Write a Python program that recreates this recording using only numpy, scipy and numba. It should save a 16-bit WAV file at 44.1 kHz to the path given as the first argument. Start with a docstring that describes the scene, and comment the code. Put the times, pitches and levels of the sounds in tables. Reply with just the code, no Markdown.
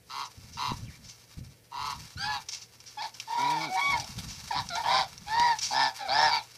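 """An open farm yard, one microphone near a water basin. Geese honk, first singly, then together and louder.
Each honk is a train of syrinx pulses and a throbbing reedy tone in a long windpipe. One bird paddles
in the basin, something taps, and grit crunches underfoot. Wind bumps the microphone;
far off, a small bird peeps once and a faint hum lies under the open-air hiss."""
import sys
import numpy as np
from scipy import signal
from scipy.fft import rfft, irfft
from scipy.io import wavfile
from scipy.ndimage import uniform_filter1d, map_coordinates
from numba import njit

SR = 44100
rng = np.random.default_rng(int(sys.argv[2]) if len(sys.argv) > 2 else 0)


def wrap_up_sound(samples):
    """Save the sound to the file named by the first command line argument, as 16-bit audio."""
    columns = np.atleast_2d(samples).T
    # keep every value between -1 and 1, then stretch to whole-number steps
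    tamed = np.clip(columns, -1, 1)
    steps = np.round(tamed * 32767).astype(np.int16)
    wavfile.write(sys.argv[1], SR, steps)


N = 289737
TIME = np.arange(N) / SR

# spectra of the open air and of wind on the microphone: f/Hz, level/dB
AIR_COLOUR = [(18, -51), (30, -5), (404, 0), (472, 3.5), (1170, -16), (1870, -6.5), (5030, -16.5),
              (10700, -11.5), (15000, -15)]
WIND_COLOUR = [(15, -70), (25, -15), (70, -1.5), (130, 1), (239, -11.5), (369, -29), (520, -30), (700, -36),
               (910, -76), (1540, -120)]
# gusts on the microphone: t/s, length/s, relative level/dB
GUSTS = [(0.369, 0.51, -54), (0.677, 0.21, -48.5), (0.988, 0.068, -56), (1.37, 0.064, -42.5),
         (1.771, 0.27, -54.5), (2.155, 0.012, -41), (2.225, 0.14, -55.5), (3.884, 0.12, -49.5),
         (4.088, 0.023, -44), (4.155, 0.019, -41), (4.23, .08, -48.5), (4.557, 0.028, -44),
         (4.36, 1.32, -58), (6.082, 0.28, -58)]
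# sharp puffs on the microphone: t/s, envelope level/dB
PUFFS = [(0.719, -15.5), (1.389, -35), (5.4, -24.5)]
# course of the far bird's peep: t/s, f/Hz, level/dB
PEEP = [(.85, 3120, -66), (.88, 2650, -54), (.905, 1870, -56), (.935, 1994, -56), (.97, 2330, -62)]
# trickle in the basin: t/s, relative level/dB
TRICKLE = [(0.0, -73), (0.11, -54), (0.31, -57), (0.73, -53), (1.45, -59), (1.61, -67), (1.76, -60.5),
           (1.9, -49.5), (2.45, -54), (2.63, -59.5), (3.09, -55.5), (3.57, -45), (4.52, -46), (4.66, -52),
           (4.8, -44.5), (5.16, -53.5), (5.6, -48.5), (6.2, -53.5), (6.57, -53)]
# footsteps, splashes and taps: t/s, relative level/dB, time to fall 60 dB/s
STEPS = [(4.18, -24, 0.1), (4.474, -27.5, 0.067)]
SPLASHES = [(0.249, -28.5, 0.092), (0.519, -34.5, 0.29), (1.038, -36.5, 0.19), (1.08, -32.5, 0.19),
            (2.4853, -20.5, 0.067), (2.512, -24, 0.25), (2.545, -25.5, 0.043), (2.613, -32, 0.13),
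            (2.802, -29, 0.024), (2.855, -33, 0.25), (3.14, -31.5, 0.052), (3.393, -27.5, .06),
            (3.972, -23, .04), (3.997, -20.5, 0.036), (4.043, -21, 0.017), (4.265, -29, 0.52),
            (4.752, -20.5, 0.042), (4.689, -19, 0.02), (5.178, -23.5, 0.014), (5.586, -18, 0.051),
            (5.607, -16, 0.37)]
TAPS = [(2.137, -33, 0.019), (3.199, -17, 0.021), (5.397, -8.5, 0.012)]
# spectra of grit, trickle, spray and taps: f/Hz, level/dB
GRIT_COLOUR = [(600, -2), (2000, -5), (4600, 5), (7000, -4), (11000, -8), (14500, -19)]
TRICKLE_COLOUR = [(710, -4), (1200, 0.5), (1740, -4.5), (2240, -1), (3170, -4), (4220, 1), (5670, 3),
                  (6940, -4.5), (9520, -10), (14200, -15), (15000, -36)]
SPRAY_COLOUR = [(410, -53), (700, -21.5), (1170, -20), (1740, -20), (2190, -12), (3610, -10), (5660, 0.5),
                (9330, -24), (10300, -26), (15000, -40)]
TAP_COLOUR = [(700, -18), (1300, -34), (2700, 6), (3800, 0), (5600, 3.5), (8000, -13), (14000, -25)]
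# four colours of throat and bill above the main resonance: f/Hz, level/dB
HOARSE = [(760, -19), (1300, 41), (1340, 37), (1700, 12.5), (1970, 13.5), (2180, 3.5), (2380, 10.5),
          (2800, 10.5), (2970, -2.5), (3840, 4.5), (4690, 5), (5500, -7), (6190, -4.5), (7860, -19.5),
          (14000, -19.5)]
BRASSY = [(760, -3), (1300, 32), (1670, 24), (1840, 19.5), (2270, 23), (2820, 2), (3280, 13.5), (4160, 15),
          (4640, 14.5), (5080, 15), (5440, 10.5), (6380, -3.5), (9980, -13), (11800, -53), (14000, -59)]
NASAL = [(1400, 30), (1900, -7), (2250, 30), (2800, 0.5), (3400, 12), (4500, 10.5), (6000, 3.5),
         (7500, -17), (14000, -17)]
CLEAR = [(1300, 38), (1750, 23), (2250, 28.5), (2800, 4.5), (3500, 13.5), (4500, 14.5), (5300, 12),
         (6200, 1), (7500, -5), (14000, -20)]
# kinds of call: throat colour, windpipe echo/0-1, roughness/0-1, treble hoarseness/0-1,
# overtone level/dB, share of reedy tone/0-1, throb depth
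VOICES = {"bray": (HOARSE, .74, .22, .18, -21, .62, .85), "blare": (BRASSY, .55, .27, .3, -16, .6, .9),
          "honk": (CLEAR, .84, .18, .5, -10, .84, .3), "cluck": (CLEAR, .74, .22, .35, -15, .6, .55),
          "yelp": (CLEAR, .88, .1, .22, -10, .88, .2), "trumpet": (NASAL, .84, .12, .2, -28, .84, .1),
          "cry": (NASAL, .72, .2, .26, -17, .5, .7), "squawk": (BRASSY, .64, .33, .28, -17, .65, .65)}
# goose calls: t/s, length/s, crest/share of length, pulse rate at start/Hz, at crest/Hz, at end/Hz,
# windpipe resonance/pulse rate, crest level/dB, swell/dB, nasal/dB, rasp/dB, opening brightness/dB,
# chest/dB, shriek f/Hz, shriek/dB, kind; nasal, rasp, chest and shriek levels are relative to the call
HONKS = [ (0.091, 0.15, 0.82, 128.5, 139.2, 131.8, 7.5, -37, 20, -3.5, -1.5, 12.5, -23.5, 4600, -15, "bray"),
         (0.563, 0.15, 0.44, 128.3, 139.6, 133.8, 7.4, -33, 20.5, -7.5, -2.5, 11, -24.5, 4050, -17, "bray"),
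         (1.711, 0.22, 0.72, 128.9, 143.1, 136.9, 7.27, -36, 9, -3, -2.5, -7, -26.5, 4500, -24, "bray"),
         (2.165, 0.1, 0.79, 228.7, 277.8, 278, 5.74, -38, 11.5, -7, 4.5, -4, -38, 4880, -10, "yelp"),
         (2.185, 0.18, 0.6, 246, 285.7, 274, 2.98, -35, 27, -2.5, -9, 10, -37, 4440, -15, "yelp"),
         (2.23, 0.15, 0.844, 136, 141, 132.6, 7.0, -39, 16, -6.5, 0.5, 3, -25, 4400, -8, "bray"),
         (2.969, 0.051, 0.39, 284, 276.2, 333, 3.04, -37, 10, -10, -4.5, -9, -39, 4830, -15, "yelp"),
         (3.017, 0.048, 0.76, 173.8, 186.4, 181.3, 4.6, -38, 2, -9, 1.5, 2, -28, 4300, -22, "cluck"),
         (3.268, 0.32, 0.62, 142.8, 156.6, 143.5, 6.25, -30.5, 10.5, -13.5, -10.5, 4.5, -34, 3680, -15, "honk"),
         (3.37, 0.33, 0.79, 120.4, 159, 111.3, 5.56, -41, 5, -4.5, -4.5, 10, -2, 4340, -14, "cry"),
         (3.602, 0.053, 0.62, 153.2, 161.7, 151, 6.5, -39, 14, 0, 2.5, 9, -13, 4480, -7, "cry"),
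         (3.683, 0.1, 0.77, 362, 378, 395, 2.0, -29, 16, -13, -22, 3, -23.5, 4440, -22, "trumpet"),
         (3.756, 0.045, 0.81, 155, 160, 164.5, 5.9, -31.5, 9, -13, -15, -4, -29, 4270, -18, "honk"),
         (3.767, 0.175, 0.663, 366, 374.8, 359, 3.0, -35.5, 3.5, 8, 1.5, -7, -22.5, 3500, -2, "trumpet"),
         (3.821, 0.22, 0.66, 120.8, 157.3, 132.6, 5.62, -42, 4.5, -11, -1, -3, -11.5, 4300, -19, "cluck"),
         (3.922, 0.052, 0.31, 161.7, 159, 143.6, 6.0, -32, 6, -12, -18, 0, -23, 4380, -27, "honk"),
         (4.505, 0.046, 0.53, 231.6, 190, 195.5, 4.26, -34, -3.5, -6, -4, -15, -48, 4940, -16, "honk"),
         (4.539, 0.06, 0.74, 129.4, 146.5, 136.7, 6.84, -31.5, 13, -8.5, -0.5, -2, -22, 3970, -11, "blare"),
         (4.697, .085, 0.51, 191, 171.1, 180, 4.0, -38, 10.5, -4, -2, 9, -27, 4300, -5, "honk"),
         (4.754, 0.067, 0.66, 133.1, 156.3, 145.4, 5.8, -35.5, -2.5, -10.5, -8.5, 8, -39, 4400, -16, "cluck"),
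         (4.83, 0.18, 0.81, 136.1, 171.9, 154.7, 5.98, -27, 7.5, -9.5, -9, 1, -22.5, 3480, -12, "squawk"),
         (4.858, 0.17, 0.6, 113.1, 130.5, 119.3, 6.14, -32, 4.5, -5.5, 4.5, -14, -25, 4370, -37, "squawk"),
         (5.26, 0.27, 0.69, 131.7, 159.9, 148.2, 6.01, -25.5, 19, -8.5, -10, 5.5, -26.5, 4480, -18, "honk"),
         (5.7, .18, 0.67, 121.2, 136.8, 132, 6.52, -28, 8.5, -3.5, -2, -12, -20, 4790, -6.5, "blare"),
         (5.982, 0.1, 0.38, 300.5, 267, 218, 3.15, -37, 29.5, -8, -6.5, 28, -25, 3440, -20, "cluck"),
         (6.077, 0.22, 0.75, 119.2, 152.9, 143.1, 5.97, -25, 8.5, -5, -3.5, -2.5, -22.5, 4710, -7, "blare"),
         (6.306, 0.079, 0.38, 148.8, 151.4, 140, 6.33, -30.5, 9, -3.5, -1.5, -6, -23.5, 4120, -4, "cry")]
TAIL_S = .1   # time left for a call to die away


def from_db(db):
    """Decibels to gain."""
    return 10 ** (np.asarray(db) / 20)


def rms_one(x):
    """Scale to unit power."""
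    return x / np.sqrt(np.mean(x ** 2) + 1e-20)


def evened(x):
    """Hold the power at one over a few hundredths of a second."""
    power = uniform_filter1d(uniform_filter1d(x ** 2, size=900), size=900)
    return x / np.sqrt(np.abs(power) + 1e-14)


def blend(noisy, tone, share):
    """Mix two sounds to unit power, the given share of it from the tone."""
    return evened(np.sqrt(1 - share) * evened(noisy) + np.sqrt(share) * evened(tone))


def along(rows):
    """The columns of a timed curve at every sample."""
    times, *columns = np.transpose(rows)
    return [np.interp(TIME, times, column) for column in columns]


def drift(rate, t=TIME):
    """Smooth random wander of spread about one, changing rate times a second."""
    return map_coordinates(rng.standard_normal(8000), [(t - t[0]) * rate], order=2, mode="wrap")


def band(x, low_hz, high_hz, order=2):
    """Butterworth band-pass."""
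    return signal.sosfilt(signal.butter(order, [low_hz, high_hz], "band", fs=SR, output="sos"), x)


def coloured(x, spectrum, size=4096):
    """Minimum-phase filter with the given spectrum, falling steeply beyond its ends."""
    hz, db = np.transpose(spectrum)
    log_hz = np.log(np.maximum(np.arange(size // 2 + 1), .5) * SR / size)
    outside = np.maximum(log_hz - np.log(hz[-1]), 0) + np.maximum(np.log(hz[0]) - log_hz, 0)
    cepstrum = irfft(np.log(from_db(np.interp(log_hz, np.log(hz), db) - 87.4 * outside)))
    cepstrum[1:size // 2] *= 2
    cepstrum[size // 2 + 1:] = 0
    return signal.fftconvolve(x, irfft(np.exp(rfft(cepstrum))))[:len(x)]


def sliding(x, hz, width_hz):
    """A resonance at unit power whose centre follows the curve hz."""
    turn = np.exp(2j * np.pi * np.cumsum(hz) / SR)
    pole = np.exp(-np.pi * width_hz / SR)
    return evened(np.real(turn * signal.lfilter([1], [1, -2 * pole, pole * pole], x / turn)))


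def bursts(rows, rise_share=0.079):
    """Envelope of short events that build quickly and die away."""
    out = np.zeros(N)
    for start, level_db, decay_s in rows:
        age = np.maximum(TIME - start, 0)
        rise = np.minimum(age / (rise_share * decay_s), 1)
        out += rise * from_db(level_db - 60 * np.minimum(age / decay_s, 2))
    return out


def grains(colour, per_s, spread_db):
    """A dense spray of tiny clicks of very different sizes over a little hiss."""
    sizes = from_db(spread_db * np.minimum(rng.exponential(1, N), 5)) * rng.standard_normal(N)
    clicks = sizes * (rng.random(N) < per_s / SR)
    return rms_one(coloured(clicks + 0.34 * rng.standard_normal(N), colour))


def background(air_db=-64, hum_hz=114, hum_db=-66.5):
    """Open-air hiss and a far, wavering hum."""
    air = from_db(air_db) * rms_one(coloured(rng.standard_normal(N), AIR_COLOUR))
    hum = np.sin(2 * np.pi * np.cumsum(hum_hz * (1 + 0.0186 * drift(1.8))) / SR)
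    return air + from_db(hum_db + 0.31 * drift(4.8)) * rms_one(hum)


def yard(x, near_db=-6, near_t60=0.047, far_db=-24, far_t60=0.12):
    """Ground and basin scatter the sound close by; bushes farther off return a faint, dull tail."""
    age = TIME[:SR // 2]
    near = rng.standard_normal(len(age)) * from_db(-60 * age / near_t60) * (age > .0012)
    far = band(rng.standard_normal(len(age)), 313, 2000) * from_db(-60 * age / far_t60) * (age > .025)
    response = from_db(near_db) * near / np.linalg.norm(near)
    response += from_db(far_db) * far / np.linalg.norm(far)
    return x + signal.fftconvolve(x, response)[:N]


def small_bird(quaver=0.084):
    """Far off, one thin, quavering peep that dips and rises."""
    hz, level_db = along(PEEP)
    singing = (TIME > PEEP[0][0]) & (TIME < PEEP[-1][0])
    phase = 2 * np.pi * np.cumsum(hz * (1 + quaver * drift(310))) / SR
    return singing * from_db(level_db) * np.sin(phase)


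def wind(gain_db=2.0, calm_db=-71, rise_s=0.0056, fall_db_per_s=247, puff_hz=210, puff_s=0.0016):
    """Lumpy turbulence right on the microphone port: gusts rise, hold and die away; a few sharp puffs."""
    buffets = evened(coloured(rng.standard_normal(N), WIND_COLOUR))
    strength = np.full(N, from_db(calm_db))
    for start, length, level_db in GUSTS:
        age = TIME - start
        fall_db = fall_db_per_s * np.maximum(age - length, 0)
        strength += np.clip(age / rise_s, 0, 1) * from_db(level_db - fall_db)
    out = buffets * strength * from_db(gain_db + 4.5 * np.tanh(drift(50)))
    for start, level_db in PUFFS:
        age = np.clip(TIME - start, 0, .1)
        out -= from_db(level_db) * np.sin(2 * np.pi * puff_hz * age) * np.exp(-age / puff_s)
    return out


def steps(gain_db=-9):
    """Dry grit crunches underfoot."""
    return from_db(gain_db) * bursts(STEPS) * grains(GRIT_COLOUR, per_s=3100, spread_db=2.5)


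def water(trickle_db=-2, splash_db=-9, tap_db=-9, patchy_db=3.0):
    """At the basin, water trickles, paddling throws up sprays of drops, and something taps."""
    flow = from_db(along(TRICKLE)[0] + trickle_db + patchy_db * drift(45))
    trickle = flow * grains(TRICKLE_COLOUR, per_s=5000, spread_db=3.0)
    spray = from_db(splash_db) * bursts(SPLASHES) * grains(SPRAY_COLOUR, per_s=7000, spread_db=3.0)
    taps = from_db(tap_db) * bursts(TAPS) * grains(TAP_COLOUR, per_s=9800, spread_db=4.5)
    return trickle + spray + taps


@njit
def windpipe(x, lag, echo):
    """Sound runs up and down a tube, which rings at multiples of one resonance."""
    y = x.copy()
    for i in range(len(x)):
        back = i - lag[i]
        if back >= 0:
            k = int(back)
            y[i] += echo * (y[k] + (back - k) * (y[k + 1] - y[k]))
    return y


def effort(age, length, arch, fade_db=4.5, release_db_per_s=515):
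    """One arch of effort bends a call's pitch, level and brightness together."""
    crest, start_hz, crest_hz, end_hz, crest_db, swell_db, nasal_db, rasp_db, opening_db = arch
    rising = np.maximum(1 - age / (crest * length), 0) ** 2
    falling = np.clip((age / length - crest) / (1 - crest), 0, 1.3) ** 2
    pitch = crest_hz + (start_hz - crest_hz) * rising + (end_hz - crest_hz) * falling
    level_db = crest_db - swell_db * rising - fade_db * np.minimum(falling, 1)
    level_db -= release_db_per_s * np.maximum(age - length, 0)
    return pitch, level_db, nasal_db + opening_db * rising, rasp_db + opening_db * rising


def honk(t, controls, multiple, chest_db, shriek_hz, shriek_db, kind,
         jitter=0.029, neck_db=-24, crack_db=2.0, cracks_per_s=70, attack_share=0.085):
    """Uneven syrinx pulses ring the windpipe and make a reedy tone throb; both leave through the bill."""
    pitch, level_db, nasal_db, rasp_db = controls
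    throat, echo, rough, hoarse, overtone_db, tonal, throb = VOICES[kind]
    pitch = pitch * (1 + .034 * rough * drift(45, t))
    cycle = (np.cumsum(pitch * (1 + jitter * rough * drift(225.3, t))) / SR) % 1
    pulses = rms_one(np.sinc((cycle - np.round(cycle)) * SR / pitch * .7))
    breath = rms_one(rng.standard_normal(SR)[:len(t)] * (np.exp(-4 * cycle) + .35))
    shimmer = from_db(4.5 * rough * drift(130, t))
    # the pulses lock to the windpipe, so pitch and resonance rise and fall together
    pipe_hz = multiple * pitch
    lag = SR / (pipe_hz * (1 + .09 * rough * drift(60, t)))
    # the reedy tone sits on that resonance and swells once in every pulse
    phase = 2 * np.pi * np.cumsum(pipe_hz * (1 + .075 * rough * drift(240, t))) / SR
    swell = shimmer * np.exp(throb * np.sin(2 * np.pi * cycle))
    reed = swell * sum(np.sin(k * phase + rng.uniform(0, 2 * np.pi)) for k in range(2, 7))
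    voice = windpipe((pulses + 1.5 * rough * breath) * shimmer, lag, echo)
    # higher up the sound is more turbulent and loses more on each trip along the tube
    twang = windpipe((pulses + 2.3 * hoarse * breath) * shimmer, lag, echo ** 1.3)
    harsh = windpipe((pulses + 3.6 * hoarse * breath) * shimmer, lag, echo ** (14 * hoarse))
    twang = blend(band(twang, 900, 15000), reed, tonal ** 4)
    harsh = blend(band(harsh, 900, 15000), reed, tonal ** (36 * hoarse))
    # a call is ragged while quiet, and the tone takes over as it gets louder
    tone_share = tonal * from_db(.5 * (level_db - level_db.max()))
    body_hz = pipe_hz.mean() * .775, pipe_hz.mean() * 1.2
    tone = band(swell * np.sin(phase), *body_hz, order=3)
    body = blend(band(voice, *body_hz, order=3), tone, tone_share)
    octave_ring = sliding(twang, 2 * pipe_hz, width_hz=390)
    overtone = from_db(overtone_db) * blend(octave_ring, swell * np.sin(2 * phase), tone_share)
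    # a little of the low harmonics passes through breast and neck
    chest = from_db(chest_db) * evened(band(pulses * shimmer, 130, 384, order=3))
    neck = from_db(neck_db) * evened(band(pulses + 2 * rough * breath, 319, 523))
    # the shriek slides with the pitch; the upper resonances crack and catch, each on its own
    nasal = from_db(nasal_db - 1) * evened(band(coloured(twang, throat), 933, 3810, order=4))
    rasp = from_db(rasp_db - 4) * evened(band(coloured(harsh, throat), 2950, 15000, order=4))
    slide_hz = shriek_hz * pitch / np.median(pitch) * (1 + .02 * drift(cracks_per_s, t))
    shriek = from_db(shriek_db) * sliding(harsh, slide_hz, width_hz=400)
    top = sum(part * from_db(crack_db * np.tanh(drift(cracks_per_s, t)))
              for part in (nasal, rasp, shriek))
    attack_s = attack_share * (t[-1] - t[0] - TAIL_S)
    edges = np.clip(np.minimum(t - t[0], t[-1] - t) / attack_s, 0, 1)
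    return from_db(level_db) * edges * (body + overtone + top + chest + neck)


def geese():
    """The honks around the basin, overlapping where the birds call together."""
    out = np.zeros(N)
    for start, length, crest, start_hz, crest_hz, end_hz, multiple, *rest in HONKS:
        *levels_db, chest_db, shriek_hz, shriek_db, kind = rest
        span = (TIME >= start) & (TIME < start + length + TAIL_S)
        controls = effort(TIME[span] - start, length, (crest, start_hz, crest_hz, end_hz, *levels_db))
        out[span] += honk(TIME[span], controls, multiple, chest_db, shriek_hz, shriek_db, kind)
    return out


def scene():
    """Birds, water and steps out in the yard, wind on the microphone; one channel."""
    return (yard(geese() + small_bird() + water() + steps()) + wind() + background())[None]


def record(dry, cutoff_hz=15100):
    """The recorder cuts the top steeply."""
    return signal.sosfilt(signal.ellip(12, .1, 90, cutoff_hz, fs=SR, output="sos"), dry)


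dry = scene()
out = record(dry)
wrap_up_sound(out)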